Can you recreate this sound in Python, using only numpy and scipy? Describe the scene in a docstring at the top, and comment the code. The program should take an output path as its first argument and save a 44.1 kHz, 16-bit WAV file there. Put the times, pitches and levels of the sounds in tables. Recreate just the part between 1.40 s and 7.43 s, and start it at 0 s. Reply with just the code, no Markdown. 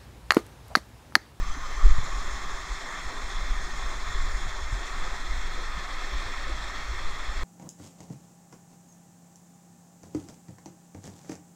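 """A waterfall pours steadily into a rock pool, below a small cased camera worn by someone standing on a ledge.
Filtered noise makes the spray and short rising tones make the bubbles and gurgles; echoes add fine strands.
The case colours the rush, and the colour shifts as the camera tilts from the pool to the rock and to the feet.
The wearer's movements shake the mount: low noise for rumble and strap rubs, short low sways for the jolts
(a heavy one at the first tilt), longer sways for slow heaves, and fading tones for a few soft knocks."""
import sys
import numpy as np
from scipy import signal
from scipy.fft import rfft, irfft, next_fast_len
from scipy.io import wavfile
from scipy.ndimage import uniform_filter1d, map_coordinates

SR = 44100
rng = np.random.default_rng(int(sys.argv[2]) if len(sys.argv) > 2 else 0)


def to_wav(sig):
    """Store sig (one row per channel, or 1-D mono) as 16-bit WAV at the path in sys.argv[1].

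    Samples outside -1..1 are clipped; the rate is SR.
    """
    pcm = np.clip(np.atleast_2d(sig), -1, 1) * 32767
    pcm = np.round(pcm).astype(np.int16)
    wavfile.write(sys.argv[1], SR, pcm.T)  # frames by channels


N = 266143  # length in samples, about 6 seconds

# Tone of the falling water. Each row: pitch in Hz, relative level in dB.
WATER_TONE = [(20, -28), (100.0, -3), (250.0, -5.5), (500.0, -4), (700.0, -1.5), (1000.0, 0.1),
              (1600.0, 0.5), (2300.0, -3.5), (4700.0, -10.5), (7400.0, -10), (8200.0, -19.5),
              (10000.0, -26.5), (12000.0, -31.5), (15700.0, -34.5)]
# Splashes that each flutter on their own. Each row: centre in Hz, width in Hz, flutter scale in dB.
SPLASHES = [(4350, 4100, .5), (8460, 5200, 0.5)]
# Ringing (+) and dull spots (-) of the camera case and the rock around it.
# Each row: centre in Hz, width in Hz, boost or cut in dB.
CASE_TONE = [(179, 41, 5), (276, 55, 5), (400, 57, 2.5), (461, 69, -4.5), (1073, 133, 4), (1249, 220, 4.5),
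             (1843, 228, 7.5), (2110, 170, 6), (2310, 180, 0.5), (2907, 465, -7.5), (2965, 143, -8),
             (3468, 440, 7.5), (4107, 325, 5.5), (5370, 290, 6)]
# What reflections add and cancel when the camera faces the pool, the rock or the feet.
# Each row: centre in Hz, width in Hz, boost or cut in dB.
TOWARD_POOL = [(418, 430, -4), (1990, 1400, -3), (2800, 170, 0), (3110, 220, 7.5), (3600, 200, -4),
               (4000, 1540, -3), (5580, 180, -12), (6120, 230, 8.5), (8850, 1000, -10), (9630, 410, 8)]
TOWARD_ROCK = [(540, 120, -3), (3100, 200, 2), (6660, 900, 3), (8620, 300, 7.5)]
TOWARD_FEET = [(1160, 50, -0.5), (1296, 98, 2.5), (2910, 1400, 3.5), (3470, 220, -1), (4340, 200, 4),
               (8430, 260, 6.5), (8960, 880, -4.5), (9900, 219, 4)]
# Where the camera faces. Each row: time in seconds, direction (0 pool, 1 rock, 2 or more feet).
TILT = [(0, 0.068), (.3, 0.13), (.5, 0.75), (3.6, 1.32), (4.5, 2), (6.03, 2.6)]
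# Level of the rush's hollow middle band. Each row: time in seconds, boost or cut in dB.
HOLLOW = [(0, 5), (.27, 2.5), (.41, 7.5), (.68, 3.5), (1.3, 2.5), (2.35, 0.7), (2.75, 2.3), (3.08, 0.5),
          (3.25, -1), (3.5, 0.2), (3.9, -0.5), (4.6, 1), (6.03, 0.5)]
# Level of the high sizzle in the rush. Each row: time in seconds, boost or cut in dB.
SIZZLE = [(0, 0), (.3, -3), (.5, 4), (.9, 2), (1.3, 0.5), (2.2, -1.5), (2.88, 3), (3.3, 1.5), (3.7, -1),
          (4.4, -3), (5.2, -2), (6.03, 1.5)]
# The whole rush swells and eases a little. Each row: time in seconds, boost or cut in dB.
SWELL = [(.22, -2.5), (.5, 0), (1.3, -0.5), (2.85, 0), (3.08, 0), (3.22, -2.3), (3.36, 0), (4.3, -0.5),
         (4.75, 0.9), (5.4, -0.5)]
# Tone of the mount's rumble. Each row: pitch in Hz, relative level in dB.
MOUNT_TONE = [(4, 1.5), (13, 1), (22, 6.5), (31, -6.5), (45, -6), (60, -15.5), (80, -23.5), (110, -32.5),
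              (170, -32), (400, -84)]
# How much the wearer stirs. Each row: time in seconds, rumble level in dB.
STIR = [(0, -19.5), (.3, -32), (.6, -27), (.85, -30), (1.15, -30.5), (1.5, -42), (1.75, -30.5),
        (2.3, -28.5), (2.85, -27.5), (3.4, -32), (3.9, -29), (4.4, -32.5), (5.35, -32.5), (5.65, -28.5),
        (6.03, -28.5)]
# The strap rubs on the mount. Each row: middle in seconds, length in seconds, rms level in dB, centre in Hz.
RUBS = [(0.64, 0.079, -44, 110), (1.708, 0.056, -44, 720), (2.736, .12, -42.5, 60),
        (2.887, 0.16, -41.5, 60.3), (4.202, 0.069, -49.5, 397), (5.56, 0.14, -45, 59.7),
        (5.935, 0.15, -46, 60)]
# The camera sways on its mount. Each row: middle in seconds, peak in dB, sway in Hz, length in seconds.
JOLTS = [(0.071, -35, 38, .04), (0.381, -24, 38.3, 0.029), (0.461, -1.3, 24, 0.025),
         (.505, -16, 41.3, 0.061), (0.584, -25, 44.3, 0.055), (0.735, -27, 35, .04),
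         (.938, -30.5, 49, .045), (1.319, -24, 40.7, 0.037), (1.672, -28.5, 46, 0.02),
         (1.846, -29, 45, 0.033), (1.961, -27, 39, 0.048), (2.033, -27, 41.2, 0.032),
         (2.114, -14, 25.2, 0.025), (2.463, -24.5, 45.4, .055), (2.782, -21.5, 35.4, 0.04),
         (2.901, -31, 47, 0.037), (2.953, -21.5, 38, .04), (3.224, -29, 51, 0.024),
         (3.344, -24, 39.2, 0.062), (3.747, -32, 46.3, 0.052), (3.925, -28, 41.6, 0.053),
         (3.982, -27, 47.4, 0.036), (4.372, -31, 48, 0.033), (4.75, -26, 47.6, 0.057),
         (5.126, -27, 50, 0.052), (5.508, -24.5, 47.4, 0.039), (5.891, -28, 48, 0.027),
         (5.981, -31, 52, 0.028)]
# Shifts of weight heave the whole mount slowly.
# Each row: middle in seconds, peak in dB, sway in Hz, length in seconds.
HEAVES = [(.484, -7, 13.9, .1), (0.583, -13.5, 9.5, .1), (2.829, -27, 13.4, 0.26), (5.675, -25.5, 7, 0.18)]
# Soft knocks on the case.
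# Each row: start in seconds, level before the soft attack in dB, pitch in Hz, time to fade by 60 dB in seconds.
KNOCKS = [(.165, -27, 273, 0.049), (.455, -22, 377, 0.044), (0.582, -10, 94, 0.038),
          (2.753, -25.5, 384, 0.05), (3.058, -30.5, 112, 0.11), (3.323, -13.5, 85, 0.045),
          (4.369, -30.5, 172, 0.075), (4.85, -33.5, 85, 0.2), (5.09, -27.5, 336, 0.058)]

RUSH_DB = -38
# Gurgles: their level, how often their strength changes (points a second), and how far it swings.
GURGLE_DB, GURGLE_RATE, GURGLE_SWING_DB = -21, 10, 4
# The pool's low churn comes and goes with the gurgles.
CHURN_HZ, CHURN_WIDTH_HZ, CHURN_SWING_DB = 530, 163, 2
# Echoes from nearby rocks: level of each, shortest and longest delay, and drift as the wearer shifts.
ECHO_DB, ECHO_NEAR_S, ECHO_FAR_S, ECHO_DRIFT_S = -24.5, .008, .026, 0.000253
# A closer echo off the wearer's helmet: level, delay, drift, and the band that it throws back.
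HELMET_DB, HELMET_S, HELMET_DRIFT_S = -15.5, .004, .00013
HELMET_HZ, HELMET_WIDTH_HZ = 5400, 5200
HOLLOW_HZ, HOLLOW_WIDTH_HZ = 1166, 210
SIZZLE_HZ, SIZZLE_WIDTH_HZ = 7040, 420
KNOCK_ATTACK_S = .004
TOP_HZ = 15750  # the camera keeps only what lies below this


def amp(db):
    """Turn decibels into a plain multiplier."""
    return 10 ** (np.asarray(db) / 20)


def unit(x):
    """Scale a sound to an rms level of 1."""
    return x / np.sqrt(np.mean(x ** 2) + 1e-20)


def clock():
    """The time of every sample, in seconds."""
    return np.arange(N) / SR


def curve(rows):
    """Join (time, value) rows with straight lines, giving one value per sample."""
    return np.interp(clock(), *np.transpose(rows))


def along(points, hz):
    """Read (Hz, value) points on a log pitch axis."""
    f, v = np.transpose(points)
    return np.interp(np.log(hz + 1), np.log(f + 1), v)


def bell(x, centre, width):
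    """A smooth hump of height 1, with its width taken at half height."""
    return 2 ** -(2 * (x - centre) / width) ** 2


def humps(rows, hz):
    """Combined gain of a set of boosts and cuts across pitch."""
    return amp(sum(db * bell(hz, centre, width) for centre, width, db in rows))


def filtered(x, response):
    """Change the level of each pitch in a sound by the given response."""
    padded = next_fast_len(N + SR // 2)
    spectrum = rfft(x, padded)
    return irfft(spectrum * response(np.fft.rfftfreq(padded, 1 / SR)), padded)[:N]


def wobble(rate):
    """A smooth random flutter of rms 1 with no slow drift, through `rate` points a second."""
    points = np.diff(rng.standard_normal(int(N * rate / SR) + 5))
    return unit(map_coordinates(points, [clock() * rate]))


def spray(patchy_db):
    """Hissing noise in which patches of pitch swell and fade as lumps of water land."""
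    noise = signal.stft(rng.standard_normal(N), nperseg=512)[2]
    patches = uniform_filter1d(rng.standard_normal(noise.shape), size=7, axis=0)  # smooth across pitch
    patches = uniform_filter1d(patches, size=14, axis=1)  # smooth across time
    patchy_noise = noise * amp(patchy_db * unit(patches))
    return unit(signal.istft(patchy_noise, nperseg=512)[1][:N])


def bubbles(count, centre_hz, spread, cycles, rise, size_db):
    """Air pockets ring for some cycles, rising in pitch as they near the surface."""
    when, pitch, size = rng.random((count, 3)).T[:, :, None]
    hz = centre_hz * 2 ** (spread * (2 * pitch - 1))  # spread is in octaves each way
    k = np.arange(SR // 50)  # each pocket sounds for at most 20 ms
    age = k / SR * hz / cycles  # 1 once the given number of cycles has gone by
    tone = np.sin(2 * np.pi * cycles * age * (1 + rise * np.minimum(age, 2) / 2))
    ring = tone * np.exp(-2 * age) * (1 - np.exp(-20 * age))
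    strength = amp(size_db * np.minimum(-np.log(1 - size), 5))  # a few are much stronger
    places = (when * N).astype(int) + k
    return unit(np.bincount(places.ravel(), (strength * ring).ravel(), N)[:N])


def waterfall():
    """Spray, bubbles and gurgles in the pool; the falling sheet surges and its splashes flutter."""
    water = spray(patchy_db=1.0)
    water = water + amp(-15.0) * bubbles(count=3600, centre_hz=1405, spread=2.133, cycles=18.3,
                                         rise=0.1, size_db=1.5)
    plunge = wobble(GURGLE_RATE)
    churn = filtered(water, lambda hz: bell(hz, CHURN_HZ, CHURN_WIDTH_HZ))
    gurgles = bubbles(count=1100, centre_hz=1406.4, spread=0.813, cycles=24, rise=0.12, size_db=0.8)
    gurgles = unit(amp(GURGLE_SWING_DB * plunge) * gurgles)
    water = water + churn * (amp(CHURN_SWING_DB * plunge) - 1) + amp(GURGLE_DB) * gurgles
    for centre, width, depth_db in SPLASHES:
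        splash = filtered(water, lambda hz: bell(hz, centre, width))
        flutter = wobble(17) + 1.48 * wobble(45)
        water = water + splash * (amp(depth_db * flutter) - 1)
    surge = amp(0.2 * wobble(17) + 0.16 * wobble(40))
    return filtered(water * surge, lambda hz: amp(along(WATER_TONE, hz)))


def off_rocks(water):
    """Weak echoes from rocks and helmet comb the rush into fine strands that drift as the wearer shifts."""
    t = clock()
    out = water
    for place in rng.random(size=6):
        delay = ECHO_NEAR_S + place * (ECHO_FAR_S - ECHO_NEAR_S) + ECHO_DRIFT_S * wobble(1)
        out = out + amp(ECHO_DB) * np.interp(t - delay, t, water)
    treble = filtered(water, lambda hz: bell(hz, HELMET_HZ, HELMET_WIDTH_HZ))
    helmet_delay = HELMET_S + HELMET_DRIFT_S * wobble(1)
    return out + amp(HELMET_DB) * np.interp(t - helmet_delay, t, treble)


def through_case(water):
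    """The case rings with the rush; tilting fades from one pattern of reflections to the next."""
    inside = filtered(water, lambda hz: humps(CASE_TONE, hz))
    tilt = np.clip(curve(TILT), 0, 2)
    heard = np.zeros(N)
    for place, pattern in enumerate([TOWARD_POOL, TOWARD_ROCK, TOWARD_FEET]):
        share = np.clip(1 - abs(tilt - place), 0, 1)
        heard += share * unit(filtered(inside, lambda hz: humps(pattern, hz)))
    return heard


def band_level(rush, levels, centre_hz, width_hz):
    """One band of the rush swells and eases along a curve."""
    band = filtered(rush, lambda hz: bell(hz, centre_hz, width_hz))
    return rush + band * (amp(curve(levels)) - 1)


def rumble():
    """The wearer's stirring shakes the mount in lumps of low noise, and now and then the strap rubs."""
    shake = unit(filtered(rng.standard_normal(N), lambda hz: amp(along(MOUNT_TONE, hz))))
    lumps = unit(amp(1.2 * wobble(12)))
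    out = shake * lumps * amp(curve(STIR))
    for s, length, db, centre in RUBS:
        rub = unit(filtered(rng.standard_normal(N), lambda hz: bell(hz, centre, 1.3 * centre)))
        out += rub * amp(db) * bell(clock(), s, length)
    return out


def sway(s, db, hz, length):
    """A rocking motion that swells and dies around the moment s."""
    t = clock()
    return -amp(db) * bell(t, s, length) * np.cos(2 * np.pi * hz * (t - s))


def jolts():
    """Each jolt rocks the camera briefly; each heave rocks the mount more slowly."""
    return sum(sway(*row) for row in JOLTS + HEAVES)


def knocks():
    """Padded contacts ring the case briefly and dully, with a soft attack and a quick fade."""
    out = np.zeros(N)
    for s, db, hz, t60 in KNOCKS:
        t = np.maximum(clock() - s, 0)
        attack = (1 - np.exp(-t / KNOCK_ATTACK_S)) ** 2
        out -= amp(db - 60 * t / t60) * attack * np.sin(2 * np.pi * hz * t)
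    return out


def scene():
    """Add the water heard through the air to the handling felt through the mount."""
    rush = through_case(off_rocks(waterfall()))
    rush = band_level(rush, HOLLOW, HOLLOW_HZ, HOLLOW_WIDTH_HZ)
    rush = band_level(rush, SIZZLE, SIZZLE_HZ, SIZZLE_WIDTH_HZ)
    rush = amp(RUSH_DB + curve(SWELL)) * rush
    return (rush + rumble() + jolts() + knocks())[None]  # one channel


def record(dry):
    """The camera keeps nothing at or above its band limit."""
    return np.array([filtered(channel, lambda hz: hz < TOP_HZ) for channel in dry])


dry = scene()
out = record(dry)
to_wav(out)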